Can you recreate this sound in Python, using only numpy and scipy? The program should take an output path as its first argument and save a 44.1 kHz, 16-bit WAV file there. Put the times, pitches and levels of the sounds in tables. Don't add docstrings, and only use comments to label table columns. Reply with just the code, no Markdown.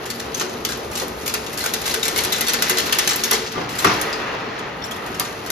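import sys
import numpy as np
from scipy import signal
from scipy.fft import rfft, irfft, next_fast_len
from scipy.io import wavfile
from scipy.ndimage import uniform_filter1d, map_coordinates

SR = 44100
rng = np.random.default_rng(int(sys.argv[2]) if len(sys.argv) > 2 else 0)


def output_pcm(signal):
    pcm = np.clip(np.atleast_2d(signal).T, -1, 1) * 32767
    wavfile.write(sys.argv[1], SR, np.round(pcm).astype(np.int16))


N = 242975

# freq_hz, level_db
HUM_SPECTRUM = [(20, -40), (40, -22), (52, -3), (62, 0), (69, 7), (78, -6), (100, 2), (140, -51)]
RUMBLE_SPECTRUM = [(60, -40), (90, -15), (115, 0.5), (160, -0.5), (220, 0.5), (300, 0.5), (500, -73)]
ROAR_SPECTRUM = [(120, -17.5), (220, -16), (330, -1), (450, 1), (600, -2.5), (800, -2), (1200, -5),
                 (1600, -6.5), (2000, -12.5), (2400, -11), (3000, -14.5), (5000, -24.5), (7000, -31),
                 (12000, -70)]
# pitch_hz, width_hz, level_db
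WHINE_BANDS = [(1250, 70, -3), (1950, 170, 0), (2700, 80, -4), (4250, 70, -2)]
# time_s, level_db, brightness_db
ROAR_COURSE = [(0.0, -31, -2.5), (0.83, -29.5, -6), (1.3, -31, -2), (2.18, -27.5, -3.5), (2.46, -28.5, -5),
               (2.67, -28.5, 0), (3.04, -28, 0.5), (3.57, -33, -1), (3.87, -31.5, 8), (4.0, -27.5, 5),
               (4.65, -31, 3.5), (5.51, -32.5, 0.5)]
# time_s, chatter_db, fizz_db
SHAKE_COURSE = [(0.0, -39.5, -44), (0.17, -39, -38), (0.26, -38.5, -43), (1.24, -43, -41),
                (1.75, -33.5, -34.5), (2.18, -32, -34), (2.24, -30.5, -35), (2.93, -28.5, -34),
                (3.21, -29.5, -33), (3.53, -35, -45), (3.74, -40, -52), (3.91, -30, -39),
                (4.05, -36.5, -42), (4.62, -44, -59), (4.86, -56, -48), (5.05, -43.5, -44.5),
                (5.51, -40, -43)]
# pitch_hz, width_hz, level_db
MESH_MODES = [(1777, 12, -21.5), (2020, 17, -18.5), (1450, 49, -14.5), (2654, 31, -20), (3210, 32, -22),
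              (3520, 17, -21), (3940, 20, -20), (4360, 17, -23.5), (5490, 60, -11), (5780, 47, -11.5),
              (6340, 20, -20.5)]
# freq_hz, level_db
CHATTER_SPECTRUM = [(700, -15), (1500, 8), (2500, 7), (4500, 7), (6500, -1.5), (9000, -29), (16000, -37)]
FIZZ_SPECTRUM = [(4500, -33), (6500, 5), (8000, 3), (10000, 9.5), (12500, 8.5), (14000, -2), (16000, 13)]
SLAP_SPECTRUM = [(200, -61), (700, -17.5), (1500, -5), (3000, 1.5), (5500, 1.5), (7500, 3.5), (10000, -4.5),
                 (13000, -7), (16000, -9.5)]
KNOCK_SPECTRUM = [(40, -18), (100, -15.5), (350, 0), (600, -1.5), (1000, 6.5), (2000, -0.5), (3000, -5),
                  (6000, -14.5), (15000, -55)]
# pitch_hz, t60_s (fade caps it at 1 s)
FRAME_MODES = [(437, 0.6), (459, 0.6), (232, 1.2), (369, .7)]
# level_db, width_hz
DRIVE_BANDS = [(-43.5, 20), (-47, 20), (-44.5, 2.7), (-46.5, 9.1)]
# start_s, then level_db for each mode
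FRAME_JOLTS = [(0.1, -49, -45, -31, -45), (0.405, -28, -37, -32, -25.5), (0.7, -41, -44, -35, -36),
               (1.027, -38, -44, -38, -51), (1.299, -26, -36, -47, -34), (1.65, -29, -28, -31, -44),
               (1.93, -23.5, -25, -42, -34), (2.099, -28, -29, -40, -31), (2.251, -38, -37, -37, -26),
               (2.53, -38, -39, -36, -42), (2.688, -39, -24, -33.5, -20.5), (2.819, -32, -44, -41, -41),
               (2.971, -29, -34, -56, -26), (3.198, -36, -40, -36, -26.5), (3.315, -22, -26.5, -49, -31),
               (3.579, -38, -46, -51, -40), (3.854, -29, -45, -48, -24.5), (4.038, -25, -29, -43, -30),
               (4.414, -26.5, -32, -48, -49)]
# start_s, level_db, clink_hz, brightness_db, rattle_ms
WIRE_SLAPS = [(0.056, -24, 1700, -14, 18), (0.1006, -18, 4470, -12.5, 5), (0.11, -27, 4350, -17, 6.8),
              (0.198, -22, 3900, -18, 4.2), (0.224, -40, 4300, -17, 5.3), (0.344, -18.5, 6170, -17, 12),
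              (0.3695, -21.5, 6080, -13, 16), (0.396, -15, 6360, -19, 10), (0.408, -15.5, 1510, -16, 10),
              (0.426, -33, 4300, -12, 6), (0.495, -29, 2640, -17, 5.5), (0.649, -12, 4670, -13, 6),
              (0.688, -18.5, 1650, -16, 26), (0.7205, -19, 1540, -17, 10), (0.772, -35.5, 1680, -1, 10),
              (0.912, -27, 1710, -12, 10), (0.928, -26, 2500, -10, 14), (0.953, -17.5, 5830, -16, 10),
              (0.972, -16.5, 4110, -14, 21), (0.998, -18.5, 4080, -16, 24), (1.0277, -27, 1810, -8, 11),
              (1.08, -28.5, 2270, -10, 10), (1.211, -29, 2050, -14, 31), (1.2596, -16, 2100, -12, 19),
              (1.278, -16, 5030, -10, 7.5), (1.294, -20, 4240, -16, 6), (1.3393, -11, 1600, -12, 4.7),
              (1.363, -34, 2640, -18, 6), (1.4627, -24, 2800, -17, 10), (1.528, -23.5, 2560, -9, 17),
              (1.5736, -16, 4330, -11.5, 27), (1.604, -20.5, 4130, -17, 35), (1.6389, -16, 1460, -12, 13),
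              (1.6592, -12.5, 1590, -10.5, 7.4), (1.7373, -11, 4120, -12, 6), (1.8134, -21, 4230, -11, 10),
              (1.8556, -13, 2170, -14, 31), (1.896, -17.5, 4280, -13, 8.8), (1.91, -16, 4260, -14, 14),
              (1.94, -10.5, 1510, -12, 6), (2.029, -12.5, 3760, -15.5, 10), (2.0532, -12.5, 4330, -16, 7.7),
              (2.08, -13, 2160, -11, 7.8), (2.16, -12.5, 2160, -14, 18), (2.176, -12, 2180, -5, 12),
              (2.187, -13, 4400, -22, 5), (2.206, -19, 4300, -11, 6), (2.237, -15.5, 4340, -10, 4),
              (2.2477, -14, 2570, -11, 6.3), (2.3217, -8.5, 3930, -14.5, 12), (2.3586, -17, 5260, -18, 10),
              (2.381, -18, 2500, -12, 8.4), (2.4084, -8.5, 1980, -7.5, 4.1), (2.419, -27, 1970, -17, 3.4),
              (2.467, -15, 5850, -18, 16), (2.4832, -10.5, 4400, -11, 2.3), (2.493, -11, 4400, -21, 8),
              (2.5336, -10, 2700, -8, 4), (2.54, -14, 2000, -20, 5.2), (2.6219, -8, 2450, -12.5, 6.5),
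              (2.683, -19, 2000, -14, 10), (2.6953, -9, 2010, -7.5, 2.7), (2.701, -11.5, 2060, -17, 12),
              (2.7709, -11, 4270, -22, 6.7), (2.7831, -9, 3270, -12.5, 7), (2.801, -16, 4170, -12, 2.5),
              (2.8578, -18, 1950, -12, 15), (2.9245, -7, 2790, -14.5, 5.6), (2.945, -21, 4300, -14, 6),
              (2.9861, -7, 2070, -10, 3.9), (2.993, -12.5, 2060, -20, 4), (3.074, -9, 6030, -13, 8),
              (3.09, -10.5, 5630, -17, 8.5), (3.1082, -11.5, 1780, -20, 8.9), (3.132, -17, 4300, -16, 6),
              (3.159, -17.5, 2660, -2, 9.2), (3.2357, -10, 5500, -12.5, 4.8), (3.25, -16, 4400, -10, 5.4),
              (3.3098, -6, 4390, -8.5, 5.8), (3.329, -9, 2050, -14, 12), (3.3485, -15.5, 3900, -34, 9),
              (3.384, -25, 2700, -24, 6), (3.468, -26, 2660, -32, 6), (3.518, -27, 3850, -10, 8.5),
              (3.691, -24, 3500, -16, 65), (3.753, -23, 1780, -11.5, 38), (3.7861, -17.5, 3400, -10.5, 58),
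              (3.846, -8, 1900, -15.5, 2.6), (3.867, -25, 2930, -15, 6), (3.881, -22, 2670, -26, 8),
              (3.906, -30, 3200, -22, 9.2), (3.9346, -26, 2740, -10, 11), (3.999, -29, 2740, -27, 6),
              (4.013, -15.5, 1680, -9.5, 5.3), (4.127, -20.5, 5100, -23, 8.5), (4.181, -38, 2700, -31, 11),
              (4.588, -30.5, 1930, -17, 10), (4.841, -28, 5350, -14, 27), (4.9107, -24, 3380, -11, 11),
              (4.961, -30, 1790, -11, 9.2), (5.0618, -28.5, 1860, -15, 13), (5.1427, -27, 1640, -19, 15),
              (5.1964, -12, 1450, -7, 3.3), (5.2479, -23, 1700, -28, 9.2), (5.461, -24.5, 1630, -15, 14),
              (5.5014, -12.5, 2060, -10, 10)]
# start_s, level_db, pitch_hz, t60_ms
LINK_JINGLES = [(0.344, -26, 6290, 50), (1.0, -33, 4130, 60), (1.64, -31, 1540, 77), (1.857, -30, 3880, 55),
                (2.028, -25, 3800, 56), (2.03, -28, 5700, 40), (2.162, -29, 3700, 50),
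                (2.186, -23, 3880, 50), (2.415, -38, 2090, 140), (2.484, -22, 4350, 55),
                (2.54, -25, 1500, 110), (2.784, -26, 3200, 60), (2.786, -28, 4330, 45),
                (2.801, -25, 4180, 50), (2.926, -28, 2640, 70), (3.317, -26, 7150, 50),
                (3.322, -28, 2130, 70), (3.326, -23, 5700, 54), (3.36, -36, 3900, 70),
                (3.784, -19.5, 7400, 59), (3.79, -29, 4100, 60), (3.795, -32, 3300, 60),
                (3.868, -27, 5670, 160), (3.934, -29, 5430, 100), (4.126, -35, 4860, 200),
                (4.134, -39, 5000, 80), (4.819, -32.5, 3600, 55), (4.82, -33, 5440, 36),
                (4.824, -39, 4400, 50), (4.838, -26, 5500, 37), (4.84, -34, 3600, 45),
                (4.847, -31, 7210, 35), (4.878, -36, 5690, 50), (4.913, -33, 3340, 110),
                (4.914, -37, 7000, 50), (4.944, -36, 5400, 40), (4.962, -35, 3440, 40),
                (5.02, -42, 3660, 50), (5.062, -41, 7000, 50), (5.143, -39, 5470, 70),
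                (5.147, -33, 2710, 50), (5.197, -30.5, 4880, 130), (5.247, -38, 5480, 40),
                (5.25, -33, 3660, 40), (5.272, -39, 5520, 65)]
# start_s, level_db, rise_ms, t60_ms, sharpness_db, bass_db, clang_db
HEAVY_BLOWS = [(0.408, -16, 2.3, 81, -2, -5, -5), (1.018, -15.5, 3, 44, -17, -9, 0),
               (1.031, -16.5, 2.6, 37, -21, -18, -1.5), (3.314, -17.5, 5.5, 220, -7.5, -16, 8),
               (3.535, -22, 7.4, 120, 0, -2, -8), (3.556, -18.5, 6.7, 92, 0, 3, -2.5),
               (3.574, -13, 6.8, 98, -11.5, 1.5, -0.5), (3.588, -18.5, 6.5, 97, -16, -3, 1),
               (3.608, -15, 6.4, 105, -14, -3, -0.5), (3.822, -19, 8, 99, -7, 6, -14),
               (3.844, -6, 2, 72, 2, -8, -8), (3.849, -6.5, 0.89, 38, 2.5, -8, -6),
               (3.855, -11.5, 4.8, 85, -16, 5, -4.5), (3.869, -10.5, 1.6, 73, -0.5, 8, -4.5),
               (3.889, -13, 2.4, 125, -2, 3, -6), (3.91, -16.5, 3, 200, 2, 0, -4),
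               (3.935, -14.5, 17, 184, -13, 10, -6), (5.091, -34, 19, 62, -33, -9, -9),
               (5.2, -16, 12, 110, 3, 1, -3.5)]
# pitch_hz, level_db, t60_s
CUTTER_MODES = [(71, -19.5, 0.16), (114, -7, 0.088), (160, -5, 0.081), (296, -7, 0.11), (398.6, -3, 0.088),
                (497, -8, 0.061), (740, -7, 0.16), (957, -3, 0.04), (1190, 2, 0.077), (1660, -10, 0.08),
                (2110, -2.5, 0.049), (2700, -6, 0.062)]
# freq_hz, t60_s
HALL_DECAY = [(100, 1), (500, 0.32), (2000, 0.58), (6000, 0.88), (14000, 0.22)]
# freq_hz, coherence (0 to 1)
STEREO_LIKENESS = [(60, 0.99), (200, 0.96), (400, 0.79), (700, 0.31), (1400, 0.15), (1950, 0.66),
                   (2600, 0.37), (3700, 0.32), (6000, 0.41), (7000, 0.88), (8200, 0.99), (10100, 0.98),
                   (11700, 1), (13800, 0.8), (15300, 1)]
# freq_hz, phase_rad
STEREO_PHASE = [(0, 0), (1200, .2), (1550, -1.5), (1800, .1), (3500, 1), (4700, .6), (5700, -1.4),
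                (6500, -1.1), (8000, -3.1), (8900, -3.3), (10000, -4.6), (11300, -6.2), (12700, -6.4),
                (13800, -7.6), (14800, -9.2), (16200, -9.4)]
# freq_hz, balance_db
STEREO_BALANCE = [(60, -0.5), (110, 0.5), (200, -0.5), (380, 1.5), (700, 0.5), (1290, 0.0), (2380, 1.5),
                  (4400, 6), (8120, 0), (15000, -0.5)]

HUM_DB, RUMBLE_DB = -48, -39
SWELL_S, SWELL_WIDTH_S, SWELL_DB = 1.13, 0.38, 5.5
DRIVE_STOP_S, DRIVE_START_S, COAST_S, IDLE_DB = 3.7, 4.88, 0.35, -9
TICK_DB, JANGLE_DB, RING_DB = 7, 4, -8
FULL_DB, THINS_DB_PER_OCTAVE = 10, -3.5
PLAIN_DB = -16
SWING_CYCLES = 0.77
TOP_HZ = 15600


def amp(db):
    return 10 ** (np.asarray(db) / 20)


def unit(x):
    return x / np.sqrt(np.mean(x ** 2) + 1e-20)


def along(points, hz):
    f, v = np.transpose(points)
    return np.interp(np.log(hz + 1), np.log(f + 1), v)


def curves(rows):
    times, *columns = np.transpose(rows)
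    return [np.interp(np.arange(N) / SR, times, column) for column in columns]


def wobble(rate):
    return map_coordinates(rng.standard_normal(int(N * rate / SR) + 4), [np.arange(N) * rate / SR])


def filtered(x, response):
    n = x.shape[-1]
    m = next_fast_len(n + 8192)
    return irfft(rfft(x, m) * response(np.fft.rfftfreq(m, 1 / SR)), m)[..., :n]


def coloured(x, gain):
    n = x.shape[-1]
    return unit(irfft(rfft(x) * gain(np.fft.rfftfreq(n, 1 / SR)), n))


def add(track, start_s, sound):
    part = track[:, round(start_s * SR):][:, :sound.shape[-1]]
    part += sound[:, :part.shape[-1]]


def fade(t, rise_s, t60_s):
    return (1 - np.exp(-t / np.clip(rise_s, 1e-4, 1))) * amp(-60 * t / np.clip(t60_s, .01, 1))


def tone(t, hz):
    return np.sin(2 * np.pi * (hz * t + rng.random((2, 1))))


def far_machines():
    roar_db, bright_db = curves(ROAR_COURSE)
    hum_db = HUM_DB + SWELL_DB * np.exp(-((np.arange(N) / SR - SWELL_S) / SWELL_WIDTH_S) ** 2)
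    whine = lambda hz: 1 + sum(amp(db) / (1 + (2 * (hz - pitch) / width) ** 2)
                               for pitch, width, db in WHINE_BANDS)
    layers = [(HUM_SPECTRUM, hum_db, 1.5), (RUMBLE_SPECTRUM, RUMBLE_DB, 1.5), (ROAR_SPECTRUM, roar_db, .8)]
    blur = np.zeros((2, N))
    for spectrum, db, sway_db in layers:
        level = amp(db + sway_db * wobble(11))
        noise = filtered(rng.standard_normal((2, N)), lambda hz: amp(along(spectrum, hz)) * whine(hz))
        blur += level * unit(noise)
    dull = uniform_filter1d(uniform_filter1d(blur, size=20), size=20)
    return dull + amp(bright_db) * (blur - dull)


def contacts(n, spread_db):
    clumps = unit(uniform_filter1d(rng.standard_normal(n), size=40))
    return unit(rng.standard_normal((2, n)) * amp(spread_db * clumps))


def mesh_gain(hz, lift_db):
    return 1 + sum(amp(db + lift_db) / (1 + ((hz - pitch) / width) ** 2) for pitch, width, db in MESH_MODES)


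def mesh_shaking():
    chatter_db, fizz_db = curves(SHAKE_COURSE)
    ticks = contacts(N, spread_db=3.5) * amp(1.8 * wobble(40))
    chatter = unit(filtered(ticks, lambda hz: amp(along(CHATTER_SPECTRUM, hz)) * mesh_gain(hz, 9.3)))
    fizz = unit(filtered(ticks, lambda hz: amp(along(FIZZ_SPECTRUM, hz))))
    return amp(chatter_db) * chatter + amp(fizz_db) * fizz


def steel_frame():
    out, t = np.zeros((2, N)), np.arange(32768) / SR
    for start_s, *levels in FRAME_JOLTS:
        for (hz, t60_s), db in zip(FRAME_MODES, levels):
            add(out, start_s, amp(db) * fade(t, 0.022, t60_s) * tone(t, hz))
    out *= amp(-1.5 + 3 * np.array([wobble(35), wobble(35)]))
    drive_db, = curves([(DRIVE_STOP_S - COAST_S, 0), (DRIVE_STOP_S + COAST_S, IDLE_DB),
                        (DRIVE_START_S - COAST_S, IDLE_DB), (DRIVE_START_S + COAST_S, 0)])
    for (pitch, _), (db, width) in zip(FRAME_MODES, DRIVE_BANDS):
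        drone = filtered(rng.standard_normal((2, N)), lambda hz: 1 / (1 + ((hz - pitch) / width) ** 2))
        out += amp(db + drive_db) * unit(drone)
    return out


def wire_slaps():
    out, t = np.zeros((2, N)), np.arange(6144) / SR
    for start_s, db, clink_hz, bright_db, rattle_ms in WIRE_SLAPS:
        full_db = FULL_DB + THINS_DB_PER_OCTAVE * np.log2(clink_hz / MESH_MODES[0][0])
        tilt = [(1200, full_db), (3000, 0), (7000, 0), (11000, bright_db - PLAIN_DB)]
        touch = contacts(len(t), spread_db=3)
        links_db = 3.2 * unit(uniform_filter1d(rng.standard_normal(len(t) // 2 + 1), size=14))
        colour = lambda hz: amp(along(SLAP_SPECTRUM, hz) + along(tilt, hz) + links_db)
        clink = lambda hz: 1 + 1.1 / (1 + ((hz - clink_hz) / 90) ** 2)
        burst = coloured(touch, lambda hz: colour(hz) * mesh_gain(hz, 2.7) * clink(hz))
        low = uniform_filter1d(burst, size=4)
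        after_s = np.maximum(t - rattle_ms / 1000, 0)
        body = low * amp(-60 * after_s / 0.3) + (burst - low) * amp(-60 * after_s / 0.06)
        rise_s = np.clip(0.16 * rattle_ms, .3, 2.2) / 1000
        snap = fade(t, rise_s / 2, t60_s=0.02)
        rattle = (snap + fade(t, rise_s, t60_s=0.64)) * body
        fizz = coloured(touch, lambda hz: amp(along(FIZZ_SPECTRUM, hz)))
        tick = amp(bright_db + TICK_DB) * fade(t, rise_s / 3, t60_s=0.025) * fizz
        ring = amp(RING_DB) * fade(t, 0.0031, t60_s=0.08) * tone(t, clink_hz)
        add(out, start_s, amp(db - 7.5) * (tick + rattle + ring + amp(JANGLE_DB) * mesh_jangle(t)))
    return out


def mesh_jangle(t):
    chance = rng.standard_normal((2, len(MESH_MODES)))
    ring = sum(amp(db + 4 * strength) * np.exp(-np.pi * width * t) * tone(t, hz * (1 + .012 * detune))
               for (hz, width, db), strength, detune in zip(MESH_MODES, *chance))
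    return (1 - np.exp(-t / .003)) * ring


def link_jingles():
    out, t = np.zeros((2, N)), np.arange(SR // 8) / SR
    for start_s, db, hz, t60_ms in LINK_JINGLES:
        ring = amp(db + 6) * fade(t, 0.0023, t60_ms / 1000) * tone(t, hz)
        roughness = uniform_filter1d(contacts(len(t), spread_db=1.5), size=80) * np.sqrt(80)
        add(out, start_s, ring * (1 + 0.7 * roughness))
    return out


def cutter_knocks():
    out, t = np.zeros((2, N)), np.arange(16384) / SR
    for start_s, db, rise_ms, t60_ms, sharp_db, bass_db, clang_db in HEAVY_BLOWS:
        rise_s = rise_ms / 1000
        tilt = [(220, bass_db), (500, 0), (1000, sharp_db)]
        colour = lambda hz: amp(along(KNOCK_SPECTRUM, hz) + along(tilt, hz)) * mesh_gain(hz, 5.2)
        blow = fade(t, rise_s, t60_ms / 1000) * coloured(contacts(len(t), spread_db=2), colour)
        clang = 0
        for hz, mode_db, t60_s in CUTTER_MODES:
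            level = amp(mode_db + along(tilt, hz) + 1.3 * rng.standard_normal())
            swing = np.sin(2 * np.pi * hz * t + 3 * rng.standard_normal((2, 1)))
            clang += level * fade(t, rise_s + SWING_CYCLES / hz, t60_s) * swing
        add(out, start_s, amp(db - 1) * (blow + amp(clang_db) * clang))
    return out


def hall(x):
    hz, t, noise = signal.stft(rng.standard_normal((2, SR)), SR, nperseg=256)
    tail = signal.istft(noise * amp(-60 * t / along(HALL_DECAY, hz)[:, None]), SR, nperseg=256)[1]
    delayed = np.pad(x, ((0, 0), (600, 0)))
    return signal.fftconvolve(delayed, tail / np.linalg.norm(tail[0]), axes=1)[:, :N]


def scene():
    knocks, slaps, jingles = cutter_knocks(), wire_slaps(), link_jingles()
    echo = hall(amp(-9.5) * knocks + amp(-12) * slaps)
    return knocks + slaps + jingles + echo + steel_frame() + mesh_shaking() + far_machines()


def stereo_image(hz):
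    angle = np.arccos(np.clip(along(STEREO_LIKENESS, hz), 0, 1)) / 2
    side = np.array([[1], [-1]])
    phase_rad = np.interp(hz, *np.transpose(STEREO_PHASE))
    skew = amp(side * along(STEREO_BALANCE, hz) / 2) * np.exp(.5j * side * phase_rad)
    return skew * np.cos(angle), skew * side * np.sin(angle)


def record(dry):
    shared = filtered(dry[0], lambda hz: stereo_image(hz)[0])
    parting = filtered(dry[1], lambda hz: stereo_image(hz)[1])
    pair = shared + parting
    rounded = pair / (1 + np.abs(pair / .9) ** 5) ** (1 / 5)
    return filtered(rounded, lambda hz: amp(-np.clip(hz - TOP_HZ, 0, 800) / 8))


dry = scene()
out = record(dry)
output_pcm(out)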